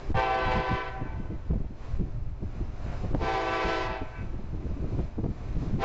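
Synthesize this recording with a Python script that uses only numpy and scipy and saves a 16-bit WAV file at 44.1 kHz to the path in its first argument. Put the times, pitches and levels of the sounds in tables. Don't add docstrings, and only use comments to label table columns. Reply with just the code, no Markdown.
import sys
import numpy as np
from scipy import signal
from scipy.fft import rfft, irfft, next_fast_len
from scipy.io import wavfile
from scipy.ndimage import uniform_filter1d

SR = 44100
rng = np.random.default_rng(int(sys.argv[2]) if len(sys.argv) > 2 else 0)


def pcm_store(signal):
    levels = np.round(np.clip(np.atleast_2d(signal), -1, 1) * 32767)
    wavfile.write(sys.argv[1], SR, levels.astype(np.int16).T)


N = 257720
TIME = np.arange(N) / SR

# opens_s, starts_to_close_s, attack_s, level_db, sag_db_per_s, treble_db
BLASTS = [(0.142, .785, 0.0019, -29.5, 5.5, -7.5), (3.185, 3.864, 0.021, -31.5, 2.5, 0),
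          (5.78, 5.95, 0.028, -26.5, -22, -2)]
BELL_HZ = (331.2, 384.8, 442.0, 508.2, 663.2)
BELL_VOICING = [
    [(-10.5, -2.5, -2.5, -19, -13, -28, -15.5), (-4.5, 4, -7, -13, -13, -14, -13.5),
     (-7.5, -5.5, -17, -12.5, -21, -26.5, -19.5), (-1, -3.5, -4.5, -11.5, -15, -17.5, -34),
     (-6.5, -10, -15, -30.5, -21, -17, -18)],
    [(-7, -13, -4, -11.5, -11.5, -12.5, -20.5), (-5, -2.5, -7, -19, -12.5, -13.5, -19.5),
     (-7.5, -12.5, -18, -16, -13.5, -32.5, -26.5), (-6, -8.5, -5.5, -16, -15.5, -21.5, -23.5),
     (-6.5, -7, -25, -13.5, -32, -28.5, -39.5)],
]
# pitch_hz, relative level_db
BUZZ = [(2500, -14), (3000, -21.5), (3500, -24.5), (4500, -29.5), (5500, -32.5), (7000, -39.5), (8500, -54)]
BLOOM_S = (0.02, 0.013, 0.004, 0.024, 0.034)
# relative level_db, build_up_s, sag_share, throttling_share
REGISTERS = [(-4, 0.0041, 0.89, 1.1), (-2.5, 0.035, 0.77, 0.61), (-5, 0.0096, 1, 4.3)]
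# time_s, relative level_db
SECOND_BELL_OCTAVE = [
    [(0.16, -30.5), (0.168, -34), (0.322, -24.5), (0.386, -28.5), (0.41, -38), (0.49, -32), (0.652, -36),
     (0.692, -31.5), (0.924, -44), (0.97, -33), (1.07, -61.5)],
    [(3.2, -44), (3.228, -43.5), (3.286, -34), (3.378, -28), (3.428, -36.5), (3.46, -32), (3.536, -38),
     (3.622, -40.5), (3.952, -43.5), (4.012, -46), (4.09, -70)],
]
# time_s, relative level_db
THIRD_BELL_OCTAVE = [
    [(.16, -41), (.22, -30), (.3, -46), (.43, -42.5), (.52, -32.5), (.64, -43), (.8, -60.5), (.86, -54),
     (.98, -64.5), (1.08, -44.5)],
    [(3.21, -41.5), (3.31, -37), (3.43, -43.5), (3.49, -40), (3.54, -51), (3.65, -42.5), (3.79, -54),
     (3.91, -36), (4.0, -62)],
]
# time_s, chord_db, extra_blare_db
FADING = [(.16, 1, 10.5), (.21, 0, -0.5), (.32, -2.5, 0.5), (.42, -2, 0), (.54, 1.5, -3.5), (.63, -3.5, 0),
          (.71, -1, -1.5), (.83, -3.5, -1), (.95, -3.5, -1.5), (3.2, 1.5, -1), (3.3, 1, -2.5),
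          (3.42, 0, -3), (3.54, 1, 1), (3.62, 1.5, -1.5), (3.7, 4, -4.5), (3.85, 0, -3)]
SHARP_START, SETTLE_S = 0.021, 0.1118
TOP_PARTIAL_HZ = 8500
STEADY_SHARE = 0.8
CLOSING_DB_PER_S, CLOSING_S, RELEASE_S = 64.5, 0.1, 0.048


def horn(jitter=0.00099, rasp=0.0018, blur_hz=6.2, flicker_hz=70, scatter_hz=3200,
         octave_db=-0.5, octave_steady=0.9, ring_s=0.29):
    octave_gain = {}
    for bell, curve in ((1, SECOND_BELL_OCTAVE), (2, THIRD_BELL_OCTAVE)):
        octave_gain[bell] = from_db(in_time(np.vstack(curve))[0] + octave_db)
    octaves_end_s = SECOND_BELL_OCTAVE[-1][-1][0]
    wobbles = [jitter * drift(3.97) + rasp * drift(100) for _ in BELL_HZ]
    fading = turbulence(blur_hz, flicker_hz)
    blare_swell = from_db(in_time(FADING)[1])
    out = np.zeros(N)
    for blast, voicing in zip(BLASTS, BELL_VOICING + BELL_VOICING[-1:]):
        opens, closes, attack_s, *_, treble_db = blast
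        on = np.flatnonzero((TIME > opens) & (TIME < closes + 0.4))
        age = TIME[on] - opens
        body, blare, buzz = (blast_envelope(blast, register)[on] for register in REGISTERS)
        blare = blare * blare_swell[on]
        buzz = buzz * from_db(treble_db)
        ringing = np.exp(-np.maximum(TIME[on] - closes - ring_s, 0) / RELEASE_S)
        valve = (1 - np.exp(-age / attack_s)) * ringing
        for bell, (pitch, harmonics, wobble) in enumerate(zip(BELL_HZ, voicing, wobbles)):
            sharpness = SHARP_START * np.exp(-age / SETTLE_S)
            turns = np.cumsum(pitch * (1 + sharpness + wobble[on])) / SR
            for k in range(1, int(TOP_PARTIAL_HZ / pitch) + 1):
                hz = k * pitch
                level_db = harmonics[k - 1] if k <= len(harmonics) else at_hz(BUZZ, hz)
                blaring = np.interp(hz, [1050, 1150], [0, 1])
                buzzing = np.interp(hz, [2600, 4500], [0, 1])
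                register_gain = body + blaring * (blare - body) + buzzing * (buzz - blare)
                bloom = 1 - np.exp(-age / (BLOOM_S[bell] * min(k, 3)))
                gain = from_db(level_db) * bloom * register_gain
                steady = STEADY_SHARE / (1 + (hz / scatter_hz) ** 4)
                if k == 2 and bell in octave_gain and opens < octaves_end_s:
                    gain = valve * octave_gain[bell][on]
                    steady = octave_steady
                scattered = fading[rng.integers(N):][:len(on)]
                path = np.sqrt(steady) + np.sqrt(1 - steady) * scattered
                phase = 2 * np.pi * (k * turns + rng.random())
                out[on] += gain * (path.real * np.sin(phase) + path.imag * np.cos(phase))
    return out


def blast_envelope(blast, register):
    opens, closes, attack_s, level_db, sag_db_per_s, _ = blast
    offset_db, build_s, sag_share, throttling_share = register
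    age = np.maximum(TIME - opens, 0)
    closing = np.maximum(TIME - closes, 0)
    sag_db = sag_share * sag_db_per_s * age
    throttling_db = throttling_share * CLOSING_DB_PER_S * closing
    rise = (1 - np.exp(-age / attack_s)) * (1 - np.exp(-age / build_s))
    release = np.exp(-np.maximum(closing - CLOSING_S, 0) / RELEASE_S)
    return rise * from_db(level_db + offset_db - sag_db - throttling_db) * release


def turbulence(hz, flicker_hz):
    r = np.exp(-2 * np.pi * hz / SR)
    white = rng.standard_normal(2 * N) + 1j * rng.standard_normal(2 * N)
    slow = signal.lfilter([1], [1, -r], white)
    fade = filtered(slow, flicker_hz, "low", order=1)[N // 2:]
    return fade / np.sqrt(np.mean(np.abs(fade) ** 2))


# pitch_hz, relative level_db
AIR = [(250, -10), (450, -14.5), (800, 0.5), (1300, -2), (2500, -2), (3500, -7), (5000, -12), (7500, -43)]


def horn_air(air_db=-11):
    blare = sum(blast_envelope(blast, REGISTERS[1]) for blast in BLASTS)
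    return from_db(air_db) * blare * noise(AIR)


# delay_s, level_db
WALLS = [(0.128, -17.5), (.26, -11)]


def yard(x, low_t60=1.4, high_t60=0.48, scatter_db=-12, split_hz=2800, smear_hz=14, smear_edge_hz=60,
         smeared_share=0.34, dip_hz=770, dip_q=7):
    t = TIME[:2 * SR]
    white = rng.standard_normal(len(t))
    low = filtered(white, split_hz, "low") * from_db(-60 * t / low_t60)
    high = filtered(white, split_hz, "high") * from_db(-60 * t / high_t60)
    tail = low + high
    response = from_db(scatter_db) * tail / np.sqrt(np.sum(tail ** 2))
    response = signal.lfilter(*signal.iirnotch(dip_hz, dip_q, fs=SR), response)
    echoes = sum(from_db(db) * np.interp(TIME - delay, TIME, x, left=0) for delay, db in WALLS)
    echoes = filtered(filtered(echoes, 1800, "low"), 1500, "high")
    waver = np.cos(np.angle(turbulence(smear_hz, smear_edge_hz)[:N]))
    smeared = x * (np.sqrt(1 - smeared_share) + np.sqrt(2 * smeared_share) * waver)
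    return signal.fftconvolve(smeared, response)[:N] + echoes


# heard_at_s, half_length_s, delay_s, level_db
RETURNS = [(1.15, .07, .62, -22), (4.085, .025, .62, -14), (4.185, .05, .62, -5)]
# pitch_hz, level_db
RETURN_COLOUR = [(500, -28), (1150, -14), (1330, -17), (1530, -2.5), (1770, -12.5), (2320, -3.5),
                 (2700, -9.5), (4000, -37)]


def far_wall(tones):
    middle = coloured(tones, RETURN_COLOUR)
    out = np.zeros(N)
    for s, half_s, delay, db in RETURNS:
        window = np.exp(-((TIME - s) / half_s) ** 2)
        out += from_db(db) * window * np.interp(TIME - delay, TIME, middle, left=0)
    return out


# delay_s, pitch_ratio, relative level_db
REAR_ECHOES = [(.12, .939, -5), (.05, .951, 0), (.05, .955, 0)]
# pitch_hz, level_db
REAR_COLOUR = [(310, -13.5), (480, -14), (625, 0.5), (730, -11.5), (950, -14.5), (1250, -13.5),
               (1450, -15.5), (2200, -9), (4000, -13)]


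def rear_echo(chord, width_s=1.15, rear_db=-3):
    out = np.zeros(N)
    for (opens, *_), (delay, ratio, db) in zip(BLASTS, REAR_ECHOES):
        age = (TIME - opens - delay) * ratio
        heard = (age > 0) & (age < width_s)
        out += from_db(db + rear_db) * heard * np.interp(opens + age, TIME, chord, right=0)
    return coloured(out, REAR_COLOUR)


# time_s, relative level_db
BREEZE = [
    [(0.0, -42), (0.03, -46.5), (0.12, -24), (0.25, -44), (0.59, -33), (0.65, -53), (0.74, -30),
     (0.79, -44.5), (0.9, -39.5), (1.35, -34.5), (1.46, -44), (1.51, -25.5), (1.77, -44), (1.98, -26.5),
     (2.06, -36), (2.3, -33), (2.37, -43), (2.46, -35.5), (2.53, -41), (2.63, -30), (2.72, -40),
     (2.85, -34), (2.97, -36), (3.16, -32), (3.2, -37)],
    [(3.3, -39), (3.62, -46), (3.64, -42), (3.77, -39.5), (3.89, -37), (3.95, -43), (4.03, -35),
     (4.15, -46.5), (4.27, -35.5), (4.55, -37), (5.03, -35), (5.17, -43), (5.29, -31), (5.34, -44.5),
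     (5.58, -29.5), (5.62, -46), (5.76, -25.5), (5.84, -48)],
]
# pitch_hz, relative level_db
RUMBLE = [(8, 10), (15, 9), (30, 4), (60, 1.5), (100, -4.5), (140, -8), (200, -25.5), (400, -29.5)]
# start_s, relative thump_db, flutter_db, length_s, crackle_db
BUFFETS = [(0.095, -26, -28, 0.013, -66), (0.136, -18, -48, 0.013, -66), (0.358, -38, -40, 0.008, -70),
           (0.46, -21, -35, 0.017, -56), (0.554, -17.5, -43, 0.014, -76.5), (0.589, -27, -35, 0.0086, -60),
           (0.701, -22.5, -28, 0.015, -55), (0.725, -22, -41, 0.01, -66), (1.012, -40, -29, 0.0082, -59),
           (1.051, -31, -37, 0.0084, -71), (1.18, -27.5, -40.5, 0.019, -70.5),
           (1.301, -33, -32.5, 0.016, -68), (1.5, -16, -33.5, 0.013, -61), (1.529, -22.5, -32, 0.0073, -42),
           (1.553, -19.5, -37, 0.0084, -47.5), (1.596, -26.5, -38, 0.011, -54),
           (1.641, -31, -40, 0.0067, -49), (2.043, -31, -40, .018, -70), (2.139, -27.5, -54, 0.009, -68),
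           (2.419, -29, -35, 0.011, -47), (2.599, -25, -32.5, 0.013, -50), (2.84, -35, -39.5, 0.027, -73),
           (3.031, -20.5, -42, 0.018, -44), (3.123, -16.5, -25.5, 0.014, -54),
           (3.138, -20, -26, 0.0091, -31.5), (3.206, -36, -28, 0.016, -41), (3.646, -27, -27.5, .014, -35),
           (4.011, -35, -28.5, 0.008, -59), (4.182, -28.5, -39.5, 0.032, -65),
           (4.328, -37, -35.5, 0.013, -62), (4.385, -28, -36, 0.0072, -51), (4.432, -26, -41, 0.0082, -70),
           (4.531, -24, -34, .012, -55), (4.642, -26.5, -36, 0.015, -54),
           (4.706, -21.5, -35.5, 0.0078, -48), (4.792, -23.5, -34, 0.015, -57),
           (4.824, -28.5, -28, 0.015, -56.5), (4.919, -22.5, -30, 0.01, -50),
           (4.985, -20.5, -26.5, 0.0095, -36.5), (5.028, -25.5, -34.5, 0.0091, -57),
           (5.174, -24.5, -28, 0.014, -42), (5.233, -20.5, -25, 0.0074, -40),
           (5.249, -27.5, -28.5, .009, -39.5), (5.277, -20.5, -30, 0.007, -65),
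           (5.55, -21.5, -47, 0.015, -62), (5.605, -23, -36, 0.0073, -58), (5.669, -25, -38, 0.009, -62),
           (5.723, -18.5, -36.5, 0.02, -56)]
# time_s, level_db about which it wavers
FLUTTER = [(0, -49.5), (.9, -65.5), (1.1, -50), (1.6, -52.5), (1.8, -59), (2.25, -59), (2.9, -54),
           (3.1, -40.5), (3.4, -60), (4.1, -67), (4.22, -46.5), (4.45, -51.5), (4.6, -44), (5.0, -39.5),
           (5.13, -57.5), (5.26, -55), (5.38, -48), (5.75, -38)]


def wind(rumble_db=3.5, gust_db=-9, gust_s=0.017, thump_db=-7, restless_db=4.0, restless_crackle_db=-19):
    breeze_db, = in_time(np.vstack(BREEZE))
    swell = from_db(breeze_db + rumble_db)
    thump = np.zeros(N)
    flutter = from_db(in_time(FLUTTER)[0] + restless_db * drift(45))
    crackle = from_db(restless_crackle_db) * flutter
    for s, thump_peak, flutter_peak, length_s, crackle_peak in list(BUFFETS) + eddies(breeze_db):
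        near = np.abs(TIME - s) < 0.2
        age = TIME[near] - s
        shape = pulse(age, length_s)
        gust = from_db(thump_peak + gust_db) * np.exp(-(age / gust_s) ** 2)
        swell[near] = np.maximum(swell[near], gust)
        thump[near] = np.maximum(thump[near], from_db(thump_peak) * shape)
        flutter[near] = np.maximum(flutter[near], from_db(flutter_peak) * shape)
        crackle[near] = np.maximum(crackle[near], from_db(crackle_peak) * shape ** 2)
    thump_noise = noise([(40, -6.5), (80, 0.0), (150, -3), (220, -4.0)])
    flutter_noise = noise([(110, 3.5), (190, -2.5), (320, -2.0), (450, -11.0), (600, -26.5)])
    crackle_noise = noise([(250, -15.0), (450, 1), (700, -4.5), (1000, -15.5), (1600, -35.5)])
    rumbling = swell * evened(noise(RUMBLE), 0.07)
    thumping = from_db(thump_db) * thump * evened(thump_noise, 0.017)
    fluttering = flutter * evened(flutter_noise, 0.012)
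    return rumbling + thumping + fluttering + crackle * crackle_noise


def eddies(breeze_db, per_s=3.8, thump_db=7, flutter_db=-4.5):
    count = int(per_s * N / SR)
    at = (rng.random(200)[:count] * N).astype(int)
    return [(TIME[i], breeze_db[i] + thump_db, breeze_db[i] + flutter_db, 0.012, -80) for i in at]


def pulse(age, length_s, fall=1.055):
    u = age / length_s - 1
    return np.exp(-np.minimum(u, 0) ** 2) / np.cosh(np.clip(u / fall, 0, 20))


# centre_s, half_length_s, level_db
SHOVES = [(0.113, 0.007, -18.5), (0.143, 0.012, -21.5), (3.136, 0.0021, -13.5), (3.181, 0.0076, -19.5)]


def shoves():
    return -sum(from_db(db) * np.exp(-((TIME - s) / half_s) ** 2) for s, half_s, db in SHOVES)


# time_s, level_db
DISTANCE = [
    [(1.3, -69.5), (1.588, -69), (1.72, -71), (1.85, -57.5), (1.93, -64.5), (2.0, -67.5), (2.33, -71),
     (2.44, -66.5), (2.6, -60.5), (2.72, -64.5), (2.85, -56), (2.962, -56), (3.12, -57.5)],
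    [(4.3, -66.5), (4.518, -66.5), (4.918, -61.5), (5.234, -69), (5.446, -61.5), (5.666, -56.5),
     (5.76, -62)],
]
# pitch_hz, level_db, both wavering
DRONE = [(119, -51), (232, -57.5), (295, -60), (393, -62)]
# pitch_hz, relative level_db
ROAR = [(60, -23), (150, 6), (300, 0.5), (520, 5), (720, 6), (850, 1), (1000, 1.5), (2000, -8.5),
        (2400, -7.5), (3000, -14.5), (6000, -41.5)]
# pitch_hz, relative level_db
HISS = [(1500, -2.5), (3000, -4), (4100, 2), (4600, -2.5), (5050, -0.5), (5600, -4.5), (6100, -1),
        (6600, -7.5), (7200, -2), (7800, -12)]


def far_train(roar_db=-54.0, hiss_db=-68, roar_follows=0.69, hiss_follows=0.75, drone_follows=0.8,
              drone_waver_db=3, drone_wander_hz=2.3):
    start = [(0.0063, -54.5)]  # time_s, level_db at the outset
    level, = in_time(np.vstack([start, *DISTANCE]))
    swing = level - level.mean()
    drone = wavering_tones(DRONE, drone_waver_db, 3, drone_wander_hz, 8)
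    roar = from_db(roar_db + roar_follows * swing) * noise(ROAR)
    hiss = from_db(hiss_db + hiss_follows * swing) * noise(HISS)
    return from_db(drone_follows * swing) * drone + between_walls(roar + hiss)


def between_walls(x, count=6, share=0.3, rate_hz=2.5):
    lags_s = rng.uniform(0.003, 0.04, count)
    paths = sum(share * drift(rate_hz) * np.roll(x, int(lag * SR)) for lag in lags_s)
    return (x + paths) / np.sqrt(1 + count * share ** 2)


# pitch_hz, level_db, both wavering
WHINE = [(597.5, -65.5), (886, -71.5), (1297, -77.5)]


def fans(waver_db=3, wander_hz=1.2):
    return wavering_tones(WHINE, waver_db, 5.6, wander_hz, 13)


def wavering_tones(tones, waver_db, waver_rate_hz, wander_hz, wander_rate_hz):
    out = np.zeros(N)
    for hz, db in tones:
        gain = from_db(db + waver_db * drift(waver_rate_hz))
        turns = np.cumsum(hz + wander_hz * drift(wander_rate_hz)) / SR
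        out += gain * np.sin(2 * np.pi * turns)
    return out


def from_db(db):
    return 10 ** (np.asarray(db) / 20)


def rms_one(x):
    return x / np.sqrt(np.mean(x ** 2) + 1e-20)


def in_time(rows):
    s, *columns = np.transpose(rows)
    return [np.interp(TIME, s, c) for c in columns]


def at_hz(points, hz):
    f, db = np.transpose(points)
    return np.interp(np.log(hz + 1e-9), np.log(f), db)


def filtered(x, hz, kind, order=2):
    return signal.sosfilt(signal.butter(order, hz, kind, fs=SR, output="sos"), x)


def drift(rate_hz):
    step = 40
    r = np.exp(-2 * np.pi * rate_hz * step / SR)
    white = rng.standard_normal(N // step + 2002)
    slow = signal.lfilter([1], [1, -2 * r, r * r], white)[2000:]
    return np.interp(np.arange(N) / step, np.arange(len(slow)), rms_one(slow))


def noise(spectrum):
    hz = np.fft.rfftfreq(N, 1 / SR)
    gain = from_db(at_hz(spectrum, hz)) / (1 + (hz / spectrum[-1][0]) ** 10)
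    return rms_one(irfft(rfft(rng.standard_normal(N)) * gain, N))


def evened(x, span_s):
    power = uniform_filter1d(x * x, max(int(span_s * SR), 2))
    return x / np.sqrt(np.abs(power) + 1e-9)


def coloured(x, spectrum):
    size = next_fast_len(N + SR)
    gain = from_db(at_hz(spectrum, np.fft.rfftfreq(size, 1 / SR)))
    return irfft(rfft(x, size) * gain, size)[:N]


# time_s, level_db
ECHO_LEVEL = [(.9, -3), (1.3, 4), (4.08, -4), (4.3, -1)]


def scene(scintillation_db=0.88):
    tones = horn()
    twinkle_db = in_time(FADING)[0] + scintillation_db * drift(28)
    chord = (tones + horn_air()) * from_db(twinkle_db)
    echoes = from_db(in_time(ECHO_LEVEL)[0]) * yard(chord) + far_wall(tones) + rear_echo(chord)
    return (chord + echoes + wind() + shoves() + far_train() + fans())[None]


def record(dry, top=0.1, hardness=32.0, low_cut_hz=8, presence=0.33, presence_hz=400):
    clipped = dry / (1 + np.abs(dry / top) ** hardness) ** (1 / hardness)
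    lifted = presence * filtered(clipped, presence_hz, "high", order=1)
    out = filtered(clipped, low_cut_hz, "high", order=1) + lifted
    return signal.sosfilt(signal.ellip(10, 0.2, 80, 7800, fs=SR, output="sos"), out)


dry = scene()
out = record(dry)
pcm_store(out)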